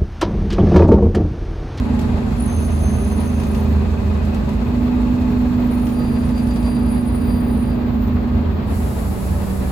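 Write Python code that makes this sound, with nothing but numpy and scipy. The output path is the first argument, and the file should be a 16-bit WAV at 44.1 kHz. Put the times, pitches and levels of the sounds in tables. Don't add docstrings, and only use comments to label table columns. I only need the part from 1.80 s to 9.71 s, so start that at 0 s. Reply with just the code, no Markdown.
import sys
import numpy as np
from scipy import signal
from scipy.fft import rfft, irfft
from scipy.io import wavfile

SR = 44100
rng = np.random.default_rng(int(sys.argv[2]) if len(sys.argv) > 2 else 0)


def dump_mix(stems):
    frames = np.atleast_2d(stems).T
    limited = np.clip(frames, -1, 1)
    pcm = np.round(limited * 32767).astype(np.int16)
    wavfile.write(sys.argv[1], SR, pcm)


N = 348831
TIME, FREQ = np.arange(N) / SR, np.fft.rfftfreq(N, 1 / SR)


def undb(db):
    return 10 ** (np.asarray(db) / 20)


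def unit(x):
    return x / np.sqrt(np.mean(x ** 2))


def curves(rows):
    t_s, *columns = np.transpose(rows)
    return [np.interp(TIME, t_s, c) for c in columns]


def spectra(rows):
    hz, *columns = np.transpose(rows)
    return [np.interp(np.log(FREQ + 1), np.log(hz), c) for c in columns]


def ramp(start_s, rise_s):
    return np.clip((TIME - start_s) / rise_s, 0, 1)


def hold(start_s, end_s, attack_s, release_s):
    return ramp(start_s, attack_s) * (1 - ramp(end_s - release_s, release_s))


def peak(hz, centre_hz, width_hz):
    return 1 / (1 + (2 * (hz - centre_hz) / width_hz) ** 2)


def walk(rate_hz, size=16384):
    hz = np.fft.rfftfreq(size, N / SR / size)
    drift = irfft(rfft(rng.standard_normal(size)) / (1 + (hz / rate_hz) ** 4), size)
    return np.interp(TIME, np.linspace(0, N / SR, size), unit(drift))


def ring(width_hz):
    return (walk(width_hz / 2) + 1j * walk(width_hz / 2)) / np.sqrt(2)


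def cycles(hz, waver, rate_hz):
    return np.cumsum(hz * (1 + waver * walk(rate_hz))) / SR


def wavering(hz):
    return np.sin(2 * np.pi * cycles(hz, waver=0.024, rate_hz=2.89))


def orders(turns, table, flutter_db, smear_rad):
    out = 0
    for order, db in table:
        gain = undb(db + flutter_db * walk(11.8))
        phase = 2 * np.pi * (order * turns + rng.random()) + smear_rad * walk(2.44)
        out = out + gain * np.sin(phase)
    return out


def stereo_turn(lag_s=0.000238, aligned_hz=7100):
    return np.exp(2j * np.pi * lag_s * np.maximum(FREQ - aligned_hz, 0))


def direct(x, pan_db):
    right = irfft(rfft(x) * stereo_turn(), N)
    return np.array([x * undb(pan_db / 2), right * undb(-pan_db / 2)])


# f/Hz, coherence/0-1, pan/dB
STEREO_SPREAD = [(58.5, 0.99, 0), (130, 0.94, -3.5), (254, 0.8, 0), (408, 0.25, 2), (795, 0.41, 2), (1780, 0, 1),
                 (2520, 0.16, 0.5), (3200, 0.07, 1), (5800, 0, -0.5), (6260, 0.2, -0.5), (9100, 1, 2),
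                 (16000, 0.3, -0.5)]
def diffuse(density_db):
    coherence, pan_db = spectra(STEREO_SPREAD)
    left, unrelated = rfft(rng.standard_normal((2, N)))
    right = (coherence * left + np.sqrt(1 - coherence ** 2) * unrelated) * stereo_turn()
    pair = np.array([left * undb(pan_db / 2), right * undb(-pan_db / 2)])
    return irfft(pair * undb(density_db), N) * np.sqrt(SR / 2)


# start/s, end/s, level/dB
LUGS = [(0.0, 0.47, -23), (0.62, 2.6, -20.5), (5.1, 6.9, -32), (6.101, 6.8, -30)]
# shaft order, relative level/dB
THROB_ORDERS = [(3, 2.5), (5, -24), (12, -34), (15, -12.5)]
def throb(turns):
    lugs = sum(undb(db) * hold(start, end, attack_s=0.21, release_s=0.12) for start, end, db in LUGS)
    floor = undb(-30 + walk(8.3))
    firing = orders(turns, THROB_ORDERS, flutter_db=2.2, smear_rad=0.3)
    return direct(np.maximum(lugs, floor) * firing, pan_db=-2)


# shaft order, relative level/dB
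LOW_DRONE_ORDERS = [(2, -0.5), (5, -5), (7, -19), (8, 3)]
HIGH_DRONE_ORDERS = [(9, 1), (10, -28), (11, -14), (12, -27.5), (32, -30)]
def drone(turns, unloaded, resonance):
    low_gain = undb(-26 - 10 * unloaded - 2 * resonance ** 2)
    high_gain = resonance * undb(-16 - 23 * unloaded)
    low = low_gain * orders(turns, LOW_DRONE_ORDERS, flutter_db=1, smear_rad=0.25)
    high = high_gain * orders(turns, HIGH_DRONE_ORDERS, flutter_db=0.5, smear_rad=0.08)
    return direct(low, pan_db=-4.5) + direct(high, pan_db=-3.5)


# shaft order, level/dB
GROWL_ORDERS = [(13, -48.5), (14, -46), (15, -42), (16.5, -49.5), (24, -52), (28, -56.5), (36, -58),
                (46.5, -50.5), (60, -55)]
def growl(turns, unloaded):
    pair = [orders(turns, GROWL_ORDERS, flutter_db=4.5, smear_rad=0.89) for _ in range(2)]
    return undb(0.5 * unloaded) * np.array(pair)


def roar(unloaded, resonance, centre_hz=223.8):
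    rumble = (ring(width_hz=81) * np.exp(2j * np.pi * centre_hz * TIME)).real
    return direct(undb(-31 - 10 * unloaded - 5 * resonance) * rumble, pan_db=-4.5)


# t/s, f/Hz
SHAFT = [(0.0, 26.83), (1.21, 26.27), (1.45, 26.62), (2.02, 26.2), (2.45, 26.15), (2.8, 26.62),
         (3.05, 27.11), (3.39, 27.4), (3.95, 27.07), (4.3, 26.89), (4.85, 26.89), (6.08, 26.84),
         (6.6, 26.73), (6.85, 26.43), (7.15, 27.65), (7.78, 28.52), (7.91, 28.26)]
def engine():
    shaft_hz = curves(SHAFT)[0]
    turns = cycles(shaft_hz, waver=0.0008, rate_hz=4)
    unloaded = ramp(start_s=6.61, rise_s=0.7)
    resonance = peak(9 * shaft_hz, centre_hz=245.27, width_hz=10.6)
    tones = throb(turns) + drone(turns, unloaded, resonance) + growl(turns, unloaded)
    return tones + roar(unloaded, resonance)


# f/Hz, width/Hz, boost/dB
AXLE_RESONANCES = [(830, 82, 7.5), (485, 61, 4)]
def axle(start_hz=862, sag_hz_per_s=200):
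    hz = np.maximum(start_hz - sag_hz_per_s * TIME, 100)
    db = -47.5 + sum(boost * peak(hz, centre, width) for centre, width, boost in AXLE_RESONANCES)
    whine = np.sin(2 * np.pi * np.cumsum(hz) / SR + 0.23 * walk(14))
    fade = 1 - ramp(2.8, 0.34)
    return direct(whine * undb(db + 1.2 * walk(9)) * fade, pan_db=2)


# harmonic, level/dB
BLOWER_OVERTONES = [(2, -47), (3, -46), (4, -54.5)]
def blower(blade_hz=189.9, rise_hz=1.342):
    standing = ramp(start_s=7.1, rise_s=0.18)
    passes = cycles(blade_hz + rise_hz * standing, waver=0.0012, rate_hz=3.5)
    hum = undb(-34.5 + 8.5 * standing) * np.sin(2 * np.pi * passes)
    overtones = undb(5 * standing) * orders(passes, BLOWER_OVERTONES, flutter_db=3, smear_rad=0.25)
    return direct(hum, pan_db=-10) + direct(overtones, pan_db=4.5)


# f/Hz, level/dB, drift/dB
BOOMS = [(34, -47.5, 2), (59.37, -26, 0.5)]
def body_boom():
    boom = sum(undb(db + drift_db * walk(2.2)) * wavering(hz) for hz, db, drift_db in BOOMS)
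    return direct(boom, pan_db=-1.5)


# start/s, end/s, f/Hz, level/dB
LOW_SWELLS = [(0, 0.502, 31, -30), (1.546, 2.2, 74.4, -21.5), (3.049, 4.6, 29.4, -33),
              (6.3, 7.251, 84.14, -22), (7.2, 8.0, 29.2, -34)]
def low_swells(edge_s=0.16):
    swells = sum(undb(db) * wavering(hz) * hold(start, end, edge_s, edge_s)
                 for start, end, hz, db in LOW_SWELLS)
    return direct(swells, pan_db=-1.5)


def cabin_ripple(spacing_hz=22):
    grid_hz = np.arange(0, SR / 2 + spacing_hz, spacing_hz)
    return np.interp(FREQ, grid_hz, np.tanh(rng.standard_normal(len(grid_hz))))


# f/Hz, level/dB
ROAD = [(22, -57.5), (42, -57), (62, -39), (105, -45.5), (135, -47), (165, -50), (230, -47.5), (335, -57.5),
        (405, -55), (520, -61.5), (850, -66), (1700, -74), (4400, -81.5), (6000, -100)]
# f/Hz, width/Hz, boost/dB
PANELS = [(634, 48, 2.5), (680, 13, 3), (753, 8.9, 4), (859, 23, 9.5), (964, 24, 2.5), (1150, 260, 3.5),
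          (1590, 35, 1), (1834, 32, 1.5), (2030, 68, 1.5), (2474, 140, 2), (2680, 60, 2.5),
          (3240, 1160, -3.5), (3900, 100, -0.5), (4250, 100, 1), (4330, 110, -3)]
def road(fade_db_per_s=-0.13):
    panels_db = sum(boost * peak(FREQ, hz, width) for hz, width, boost in PANELS)
    rolloff_db = 20 * np.log10(1 + (FREQ / 7000) ** 4)
    db = spectra(ROAD)[0] + panels_db - rolloff_db
    bass_share = 1 / (1 + (FREQ / 300) ** 6)
    middle_db = db + 1.8 * cabin_ripple() + 10 * np.log10(1 - bass_share + 1e-9)
    bass = diffuse(db + 10 * np.log10(bass_share)) * undb(0.8 * walk(1.7))
    middle = diffuse(middle_db) * undb(1.12 * walk(26))
    return (bass + middle) * undb(fade_db_per_s * (TIME - TIME.mean()))


# f/Hz, relative level/dB
WET_HISS_COLOUR = [(2000, 6.5), (4300, 9.5), (6000, 6), (7500, 6.5), (9000, -0.5), (10500, 4),
                   (12300, -1.5), (13700, -5), (16000, -9)]
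def spray():
    oncoming_db = 3.5 * np.exp(-(TIME - 1.17) ** 2)
    slowing_db = -6.5 * ramp(4.46, 1)
    hiss = unit(diffuse(spectra(WET_HISS_COLOUR)[0]))
    return hiss * undb(-51 + oncoming_db + slowing_db + 0.93 * walk(25))


# f/Hz, width/Hz, level/dB
BUZZ_MODES = [(2514, 130, -73), (2660, 90, -77), (3800, 160, -86), (4240, 200, -82.5)]
def buzz(peak_s=2.4, spread_s=2.2, flicker_db=5.5):
    out = 0
    for hz, width_hz, db in BUZZ_MODES:
        mode = diffuse(db + 20 * np.log10(peak(FREQ, hz, width_hz)))
        chatter = unit(undb(flicker_db * np.tanh(walk(38))))
        out = out + mode * chatter
    return out * np.exp(-0.5 * ((TIME - peak_s) / spread_s) ** 2)


# t/s, relative level/dB
RATTLES = [(0.1926, -39), (0.2144, -47), (1.6, -41), (1.6344, -43), (1.7474, -39.5), (2.4495, -46),
           (2.5464, -41.5), (2.6909, -44), (2.7314, -51), (4.0693, -42), (4.091, -48), (4.4895, -46),
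           (4.579, -42), (4.596, -51), (4.6698, -45), (4.7098, -45), (4.7607, -41.5), (4.8278, -46),
           (4.863, -47), (6.2746, -51)]
# f/Hz, relative level/dB
RATTLE_COLOUR = [(500, -19), (1500, 5), (2600, 10), (4500, 7.5), (7000, 1.5), (11000, 1.5), (15000, -7)]
def rattles(tick_t60_s=0.019, ring_t60_s=0.16):
    envelope = 0
    for t_s, db in RATTLES:
        age_s = np.maximum(TIME - t_s + 0.001, 0)
        attack = np.minimum(age_s / 0.0012, 1)
        decay = undb(-60 * age_s / tick_t60_s) + undb(-60 * age_s / ring_t60_s)
        envelope = envelope + undb(db - 0.5) * attack * decay
    return unit(diffuse(spectra(RATTLE_COLOUR)[0])) * envelope


# f/Hz, relative level/dB
SIZZLE = [(13900, -112), (14450, -91), (14900, -90.5), (15600, -103)]
def brake_sizzle(rise_db_per_s=0.3):
    released = 1 - ramp(0.35, 0.2)
    pressure_db = -1 - 19 * released + rise_db_per_s * TIME
    return diffuse(spectra(SIZZLE)[0]) * undb(pressure_db + 1.5 * walk(8))


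# t/s, f/Hz, level/dB
FIRST_HIGH = [(.55, 9900, -58), (.59, 9830, -40), (.64, 9970, -36), (.93, 9970, -44), (1.3, 9950, -42),
              (1.6, 9945, -47), (1.68, 9855, -45), (1.78, 9855, -46), (1.87, 9800, -66)]
FIRST_LOW = [(.63, 6325, -64), (.705, 6313, -46.5), (.81, 6315, -50), (.93, 6316, -49.5), (.98, 6314, -56),
             (1.09, 6308, -43.5), (1.29, 6305, -53.5), (1.345, 6303, -49), (1.41, 6303, -58),
             (1.48, 6298, -48.5), (1.52, 6298, -56.5), (1.58, 6300, -52), (1.72, 6305, -61),
             (1.86, 6310, -60.5), (1.93, 6320, -72), (2.15, 6370, -67), (2.4, 6350, -75)]
SECOND_HIGH = [(3.87, 9540, -62), (3.92, 9545, -44.5), (4.3, 9565, -44), (4.55, 9690, -50),
               (4.65, 9745, -47.5), (4.88, 9735, -46.5), (5.02, 9600, -42), (5.16, 9580, -38.5),
               (5.45, 9700, -46), (5.87, 9725, -47), (6.03, 9620, -62)]
SECOND_LOW = [(4.13, 4718, -66), (4.17, 4717, -51.5), (4.32, 4730, -50.5), (4.5, 4725, -61),
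              (4.58, 4738, -51), (4.67, 4734, -58), (4.72, 4733, -46.5), (4.8, 4732, -59),
              (4.87, 4732, -45.5), (5.02, 4732, -53), (5.36, 4728, -61), (5.51, 4736, -48.5),
              (5.64, 4731, -58), (5.86, 4735, -60), (5.92, 4728, -53.5), (6.0, 4726, -69)]
TOP_WHISTLE = [(.5, 14800, -68), (.65, 14850, -60), (1.6, 14800, -60), (1.88, 14850, -54),
               (2.0, 14700, -66), (2.4, 14700, -72), (2.8, 14600, -63), (3.7, 14850, -60),
               (3.98, 14830, -53), (4.35, 14680, -59), (4.9, 14680, -57), (5.2, 14600, -58),
               (5.55, 14880, -50.5), (5.9, 14690, -57), (6.1, 14760, -60), (6.24, 14790, -52),
               (6.35, 14720, -60), (6.75, 14600, -66)]
# course, width/Hz, ragged share/0-1
SQUEALS = [(FIRST_HIGH, 150, 0.42), (FIRST_LOW, 62, 0.12), (SECOND_HIGH, 96.7, 0.3), (SECOND_LOW, 41, 0.08),
           (TOP_WHISTLE, 220, .55)]
def brake_squeal(edge_s=0.02, flutter_db=1.3):
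    out = 0
    for course, width_hz, ragged in SQUEALS:
        hz, db = curves(course)
        carrier = np.exp(2j * np.pi * cycles(hz, waver=0.0006, rate_hz=8.3))
        mode = (np.sqrt(1 - ragged) + np.sqrt(ragged) * ring(width_hz)) * carrier
        contact = hold(course[0][0], course[-1][0], edge_s, edge_s)
        out = out + np.sqrt(2) * contact * undb(db + flutter_db * walk(17.5)) * mode.real
    return direct(out, pan_db=0)


# f/Hz, relative level/dB
AIR_COLOUR = [(2500, -100), (4500, -85.5), (6200, -87.5), (8200, -83), (11000, -80), (13000, -85.5),
              (15500, -88)]
def air_valve():
    opening = ramp(start_s=6.85, rise_s=0.11)
    return diffuse(spectra(AIR_COLOUR)[0]) * opening * undb(1 + 0.5 * walk(15.2))


def scene():
    running = engine() + axle() + blower() + body_boom() + low_swells() + road() + spray()
    return running + buzz() + rattles() + brake_sizzle() + brake_squeal() + air_valve()


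def record(dry):
    low_hz, top_hz = 17, 15800
    highpass = signal.butter(4, low_hz, "high", fs=SR, output="sos")
    lowpass = signal.ellip(10, 0.2, 80, top_hz, fs=SR, output="sos")
    return signal.sosfilt(lowpass, signal.sosfilt(highpass, dry))


dry = scene()
out = record(dry)
dump_mix(out)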